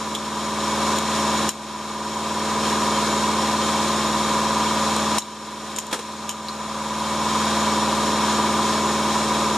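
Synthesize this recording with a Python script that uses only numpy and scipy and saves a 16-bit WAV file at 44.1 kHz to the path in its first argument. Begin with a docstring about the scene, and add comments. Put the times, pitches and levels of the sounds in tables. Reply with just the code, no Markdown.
"""A piston air compressor runs steadily in a small garage, throbbing and hissing: every turn of the
pump repeats the same air, piston and valve beats, over churning air and a ringing housing.
Close to the camera, locking pliers click on a steel joint and clatter down on the workbench.
Each sharp click makes the camera's gain control duck the compressor, which then swells back."""
import sys
import numpy as np
from scipy import signal
from scipy.fft import rfft, irfft, next_fast_len
from scipy.io import wavfile
from scipy.ndimage import uniform_filter1d, map_coordinates

SR = 44100
rng = np.random.default_rng(int(sys.argv[2]) if len(sys.argv) > 2 else 0)


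def generate_wav(sig):
    """Save sig (samples, or channels by samples) to the path in sys.argv[1] as 16-bit PCM at SR."""
    pcm = np.round(np.clip(np.atleast_2d(sig).T, -1, 1) * 32767).astype(np.int16)
    wavfile.write(sys.argv[1], SR, pcm)


N = 422037

PUMP_HZ = 19.5823  # turns each second
# Air puff, piston and valve beats. Each row: fraction of the turn, weight in dB, dull above this in Hz.
PUMP_BEATS = [(0.21, -1.9, 3000), (0.295, -1.2, 3000), (0.493, -4.1, 3000), (0.588, 13.3, 210),
              (0.771, -8.2, 3000), (0.981, -4.3, 3000)]


def amp(db):
    """Decibels to amplitude."""
    return 10 ** (np.asarray(db) / 20)


def unit(x):
    """Scale to an rms of one."""
    return x / np.sqrt(np.mean(x ** 2) + 1e-20)


def along(points, hz):
    """A curve through (Hz, value) points on a log frequency axis."""
    freqs, values = np.transpose(points)
    return np.interp(np.log(hz + 1), np.log(freqs + 1), values)


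def bumps(rows, hz):
    """Gain in dB of narrow peaks or dips."""
    return sum(db / (1 + (2 * (hz - centre) / width) ** 2) for centre, width, db in rows)


def wobble(rate):
    """A smooth random curve, rate knots a second."""
    knots = rng.standard_normal(int(N * rate / SR) + 4)
    return map_coordinates(knots, [np.arange(N) * rate / SR])


def filtered(x, response):
    """Shape the spectrum of x by response(hz)."""
    n = x.shape[-1]
    padded = next_fast_len(n + 4096)
    return irfft(rfft(x, padded) * response(np.fft.rfftfreq(padded, 1 / SR)), padded)[..., :n]


def noise(level, size):
    """Stereo noise with level(hz) dB per Hz; the microphones agree less in the treble."""
    # Stereo width. Each row: frequency in Hz, side minus mid in dB.
    width = [(160, -52), (270, -24), (440, -15), (730, -27), (1200, -15), (2000, -86), (3200, -10),
             (5400, -9.5), (8800, -6), (14000, 1)]
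    mid, side = filtered(rng.standard_normal((2, size)), lambda hz: amp(level(hz)) * np.sqrt(SR / 2))
    side = filtered(side, lambda hz: amp(along(width, hz)))
    return np.array([mid + side, mid - side])


def treble_meter(x):
    """Rms of the treble over 2 ms."""
    treble = signal.sosfilt(signal.butter(2, 2800, "high", fs=SR, output="sos"), x)
    power = uniform_filter1d(np.mean(treble ** 2, axis=0), size=88)
    return np.sqrt(np.abs(power) + 1e-12)


def place_hit(track, start, db, hit):
    """Mix in a hit with its treble peak at db."""
    part = track[:, round(start * SR):][:, :hit.shape[1]]
    part += (amp(db) * hit / treble_meter(hit).max())[:, :part.shape[1]]


def bench_clatter(rise_s=0.0017):
    """Loose jaws and handles clatter on the dull bench top."""
    # The pliers brush, land and settle. Each row: start in seconds, treble level in dB, T60 in seconds.
    drops = [(5.911, -21.5, 0.088), (5.9268, -8.5, 0.15), (5.989, -20.5, 0.12)]
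    # Tone of the knock. Each row: frequency in Hz, relative level in dB.
    knock = [(60, -31.5), (180, -5), (380, 4.5), (900, 1.5), (1600, -2), (2400, -1), (3300, 3), (5000, -1),
             (7000, -0.5), (10000, -6.5), (14500, -25)]
    # Resonances of the bench top. Each row: centre in Hz, width in Hz, gain in dB.
    boards = [(260, 73, 8), (457, 160, 9), (686, 73, -3), (910, 95, 12), (1320, 110, 12), (1750, 250, 7)]
    track, t = np.zeros((2, N)), np.arange(SR // 4) / SR
    for start, db, t60 in drops:
        clatter = noise(lambda hz: along(knock, hz) + bumps(boards, hz), size=len(t))
        place_hit(track, start, db, clatter * (1 - np.exp(-t / rise_s)) * amp(-60 * t / t60))
    return track


def plier_clicks(firm_db=-9.5, firm_t60=0.068, crack_t60=0.02, room_db=-13, room_t60=0.26):
    """Hand-damped steel on steel: a crack, a brief ring, then the garage's answer."""
    # Each row: start in seconds, treble level in dB, brightest pitch in Hz, its emphasis in dB.
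    contacts = [(0.15, -14, 3530, 18), (.986, -20, 3600, 11), (1.491, -8.3, 3920, 5),
                (4.964, -22.5, 8500, 8), (5.1841, -7, 6200, 6), (5.221, -16.5, 3840, 21),
                (5.7628, -14, 7540, 8), (5.786, -9, 6900, 6), (5.8672, -21, 7500, 6), (6.2927, -8, 2920, 5),
                (6.310, -16, 6900, 10), (6.485, -13, 4400, 27.5)]
    # Resonances of the pliers and joint. Each row: centre in Hz, width in Hz, gain in dB.
    steel = [(2650, 300, 4), (3060, 190, 23), (3530, 350, 4.5), (4010, 270, 12), (4870, 200, 10),
             (5530, 260, 16), (5770, 200, 0), (6500, 250, 11), (7050, 490, 14.5), (7140, 200, 4),
             (8600, 270, 13), (9600, 300, 2), (11600, 450, 7)]
    # Tone of the bare contact. Each row: frequency in Hz, relative level in dB.
    impact = [(200, -20), (1000, -7), (2000, 3), (3500, 0), (8000, 2.5), (12000, -3), (15000, -16)]
    track, t = np.zeros((2, N)), np.arange(SR // 4) / SR
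    for start, db, bright_hz, focus_db in contacts:
        ring_t60 = firm_t60 * amp(0.88 * (db - firm_db))  # harder contacts ring longer
        crack_db = 5 - 1.2 * focus_db  # purer ones crack less
        focus = lambda hz: focus_db * np.exp(-.5 * (np.log2((hz + 1) / bright_hz) / 0.15) ** 2)
        ring = unit(noise(lambda hz: along(impact, hz) + bumps(steel, hz) + focus(hz), size=len(t)))
        crack = unit(noise(lambda hz: along(impact, hz), size=len(t)))
        fade = amp(-60 * t / ring_t60) + amp(room_db - 60 * t / room_t60)
        place_hit(track, start, db, ring * fade + crack * amp(crack_db - 60 * t / crack_t60))
    return track


def worker_shadow(machine, centre_hz=380, width_hz=110, sway_db=0.5):
    """The leaning worker shades or reflects the pump; small sways keep the low mids wandering."""
    # Each row: middle in seconds, half length in seconds, gain in dB, extra low-mid gain in dB.
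    leans = [(5.75, 0.36, -1.5, 2), (6.8, 0.64, 0.8, -4), (8.4, 0.73, 0.5, 1.5)]
    t = np.arange(N) / SR
    middle_s, half_s, level_db, extra_db = np.transpose(leans)
    leaning = np.exp(-.5 * ((t[:, None] - middle_s) / half_s) ** 2)
    low_mids = filtered(machine, lambda hz: np.exp(-((hz - centre_hz) / width_hz) ** 2))
    low_mid_gain = amp(leaning @ extra_db + sway_db * wobble(rate=0.78))
    return amp(leaning @ level_db) * (machine + (low_mid_gain - 1) * low_mids)


def housing_chug(machine, ring_hz=1020, width_hz=160, depth_db=1.1, loudest_at=0.42):
    """The ring of the housing swells and fades once a turn."""
    turns = np.arange(N) / SR * PUMP_HZ
    ring = filtered(machine, lambda hz: np.exp(-((hz - ring_hz) / width_hz) ** 2))
    swell = unit(amp(depth_db * np.cos(2 * np.pi * (turns - loudest_at))))
    return machine + (swell - 1) * ring


def air_hiss(flutter_db=0.5, throb_db=0.47):
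    """Air hisses almost evenly, with faint whistles and a slight throb on each turn."""
    # Tone of the hiss. Each row: frequency in Hz, level in dB per Hz.
    spectrum = [(600, -93), (1500, -63.5), (2300, -67), (2800, -67), (3300, -64.5), (4100, -62.5),
                (4800, -65.5), (5400, -65.5), (6000, -68), (7000, -67), (8000, -73.5), (10300, -77.5),
                (12000, -85), (14500, -100)]
    # Whistling resonances. Each row: centre in Hz, width in Hz, gain in dB.
    whistles = [(3146, 29, 10), (5330, 18, 9), (6940, 23, 10), (8750, 28, 7), (2249, 50, 6.5)]
    t = np.arange(N) / SR
    hiss = noise(lambda hz: along(spectrum, hz) + bumps(whistles, hz), size=N)
    return hiss * amp(flutter_db * wobble(rate=12) + throb_db * np.cos(2 * np.pi * PUMP_HZ * t))


def air_churn(pulsing=0.056):
    """Churning air and rattling housing: noise that swells with the pump's beats."""
    # Tone of the churn. 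Each row: frequency in Hz, level in dB per Hz.
    spectrum = [(20, -99), (60, -86), (130, -75), (220, -75.5), (310, -60), (450, -61.5), (600, -59.5),
                (890, -59.5), (990, -51), (1100, -59.5), (1200, -55.5), (1400, -66), (1800, -73),
                (3000, -120)]
    turns = np.arange(N) / SR * PUMP_HZ
    stroke = sum(amp(db) * np.exp(12 * (np.cos(2 * np.pi * (turns - at)) - 1))
                 / (1 + (1000 / dull_hz) ** 4) for at, db, dull_hz in PUMP_BEATS)
    swell = unit(1 + pulsing * unit(stroke - stroke.mean()))
    return swell * noise(lambda hz: along(spectrum, hz), size=N)


def pump_tones(smear=0.64, drift=0.13):
    """Every turn repeats the same beats; the room colours each harmonic as the worker moves."""
    # Strong harmonics. Each row: multiple of the turn rate, level in dB.
    strong = [(4, -42), (7, -47), (8, -42), (9, -51), (11, -29), (12, -42.5), (13, -45), (15, -42),
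              (16, -44.5), (17, -40), (18, -42.5), (19, -45), (20, -44), (21, -48), (22, -41.5),
              (28, -37.5), (33, -48), (36, -48), (41, -43.5), (43, -42), (49, -38.5), (50, -31.5),
              (51, -38.5), (53, -35), (54, -36), (55, -43), (58, -51), (60, -42), (61, -38.5), (62, -41)]
    # The weaker harmonics between them. Each row: frequency in Hz, level of each in dB.
    weak = [(20, -121), (60, -79), (100, -56.5), (125, -54.5), (200, -74), (280, -43.5), (470, -53),
            (650, -48.5), (750, -74), (900, -62), (1150, -45.5), (1320, -52.5), (1500, -58), (2200, -68)]
    orders = np.arange(2048)
    hz = orders * PUMP_HZ
    level = np.where(hz < weak[-1][0], along(weak, hz), -np.inf)
    for order, db in strong:
        level[round(order)] = db
    beats = sum(amp(db) * np.exp(-2j * np.pi * orders * at) / (1 + (hz / dull_hz) ** 4)
                for at, db, dull_hz in PUMP_BEATS)
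    # housing and walls delay each pitch differently, so beats arrive as chugs, not clicks
    offset_khz = hz / 1000 - 1
    lag = 18 * offset_khz ** 2 + smear * offset_khz * rng.standard_normal(len(orders))
    harmonics = amp(level) * np.exp(1j * (np.angle(beats) + lag))
    turn = np.arange(N) / SR * PUMP_HZ % 1

    def looped(spectrum):
        """One turn's sound, over and over."""
        cycle = irfft(spectrum, 2 * len(orders)) * len(orders) * np.sqrt(2)
        return np.interp(turn, np.linspace(0, 1, len(cycle) + 1), np.append(cycle, cycle[0]))

    # reflections off the moving worker disturb short waves most
    reflected = harmonics * drift * hz / 1000
    echoes = [wobble(rate=3) * looped(reflected * np.exp(2j * np.pi * rng.random(len(orders))))
              for _ in range(4)]
    return looped(harmonics) + sum(echoes)


def compressor():
    """Pump tones and churn chug in the housing and pass the worker; the hiss sits on top."""
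    machine = pump_tones() + air_churn()
    hiss = air_hiss()
    return worker_shadow(housing_chug(machine)) + hiss


def microphone_pair(hz):
    """Short waves reach the two microphones with different level and phase, long waves alike."""
    # Treble balance. Each row: frequency in Hz, left minus right in dB before the bass is centred.
    balance = [(60, 0.0), (99, 0.0), (160, 0.0), (270, 0.0), (440, -0.5), (730, -14), (1200, 3),
               (1980, 0.0), (3260, 0), (5370, 2.0), (8840, 1), (14600, 0)]
    # Treble phase. Each row: frequency in Hz, lead of the left in radians before the bass is centred.
    lead = [(0, -5.2), (2840, 0.26), (3100, 0.5), (4130, -0.3), (4390, -2), (4740, 0.8), (5510, 0.1),
            (5940, -2), (6370, 1), (7150, -1.2), (9040, 1), (14700, 0.5)]
    share = np.outer([.5, -.5], 1 / (1 + (1800 / (hz + 1)) ** 4))
    return amp(share * along(balance, hz)) * np.exp(1j * share * along(lead, hz))


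def scene():
    """Compressor and handwork at the camera's two microphones."""
    return filtered(compressor() + plier_clicks() + bench_clatter(), microphone_pair)


def gain_control(x, threshold_db=-22, recovery_db_per_s=11.5, start_cut_db=7.5, attack_s=0.0019):
    """Treble peaks duck the gain at once; it starts ducked and always climbs back steadily."""
    excess_db = np.maximum(20 * np.log10(treble_meter(x)) - threshold_db, 0)
    climb_db = recovery_db_per_s * np.arange(N) / SR
    cut_db = np.maximum(np.maximum.accumulate(excess_db + climb_db), start_cut_db) - climb_db
    pole = np.exp(-1 / (attack_s * SR))
    smooth_cut_db = start_cut_db + signal.lfilter([1 - pole], [1, -pole], cut_db - start_cut_db)
    return x * amp(-smooth_cut_db)


def record(dry, ceiling=0.6, top_hz=14600):
    """The camera: gain control, narrow dips, soft clipping and a band limit."""
    # Dips in the camera's response. 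Each row: centre in Hz, width in Hz, gain in dB.
    notches = [(2027, 38, -19.5), (3046, 67, -20), (4080, 25, -20), (4590, 162, -15), (5150, 57, -21),
               (6110, 78, -20)]
    notched = filtered(gain_control(dry), lambda hz: amp(bumps(notches, hz)))
    clipped = notched / (1 + (notched / ceiling) ** 6) ** (1 / 6)
    return filtered(clipped, lambda hz: hz < top_hz)


dry = scene()
out = record(dry)
generate_wav(out)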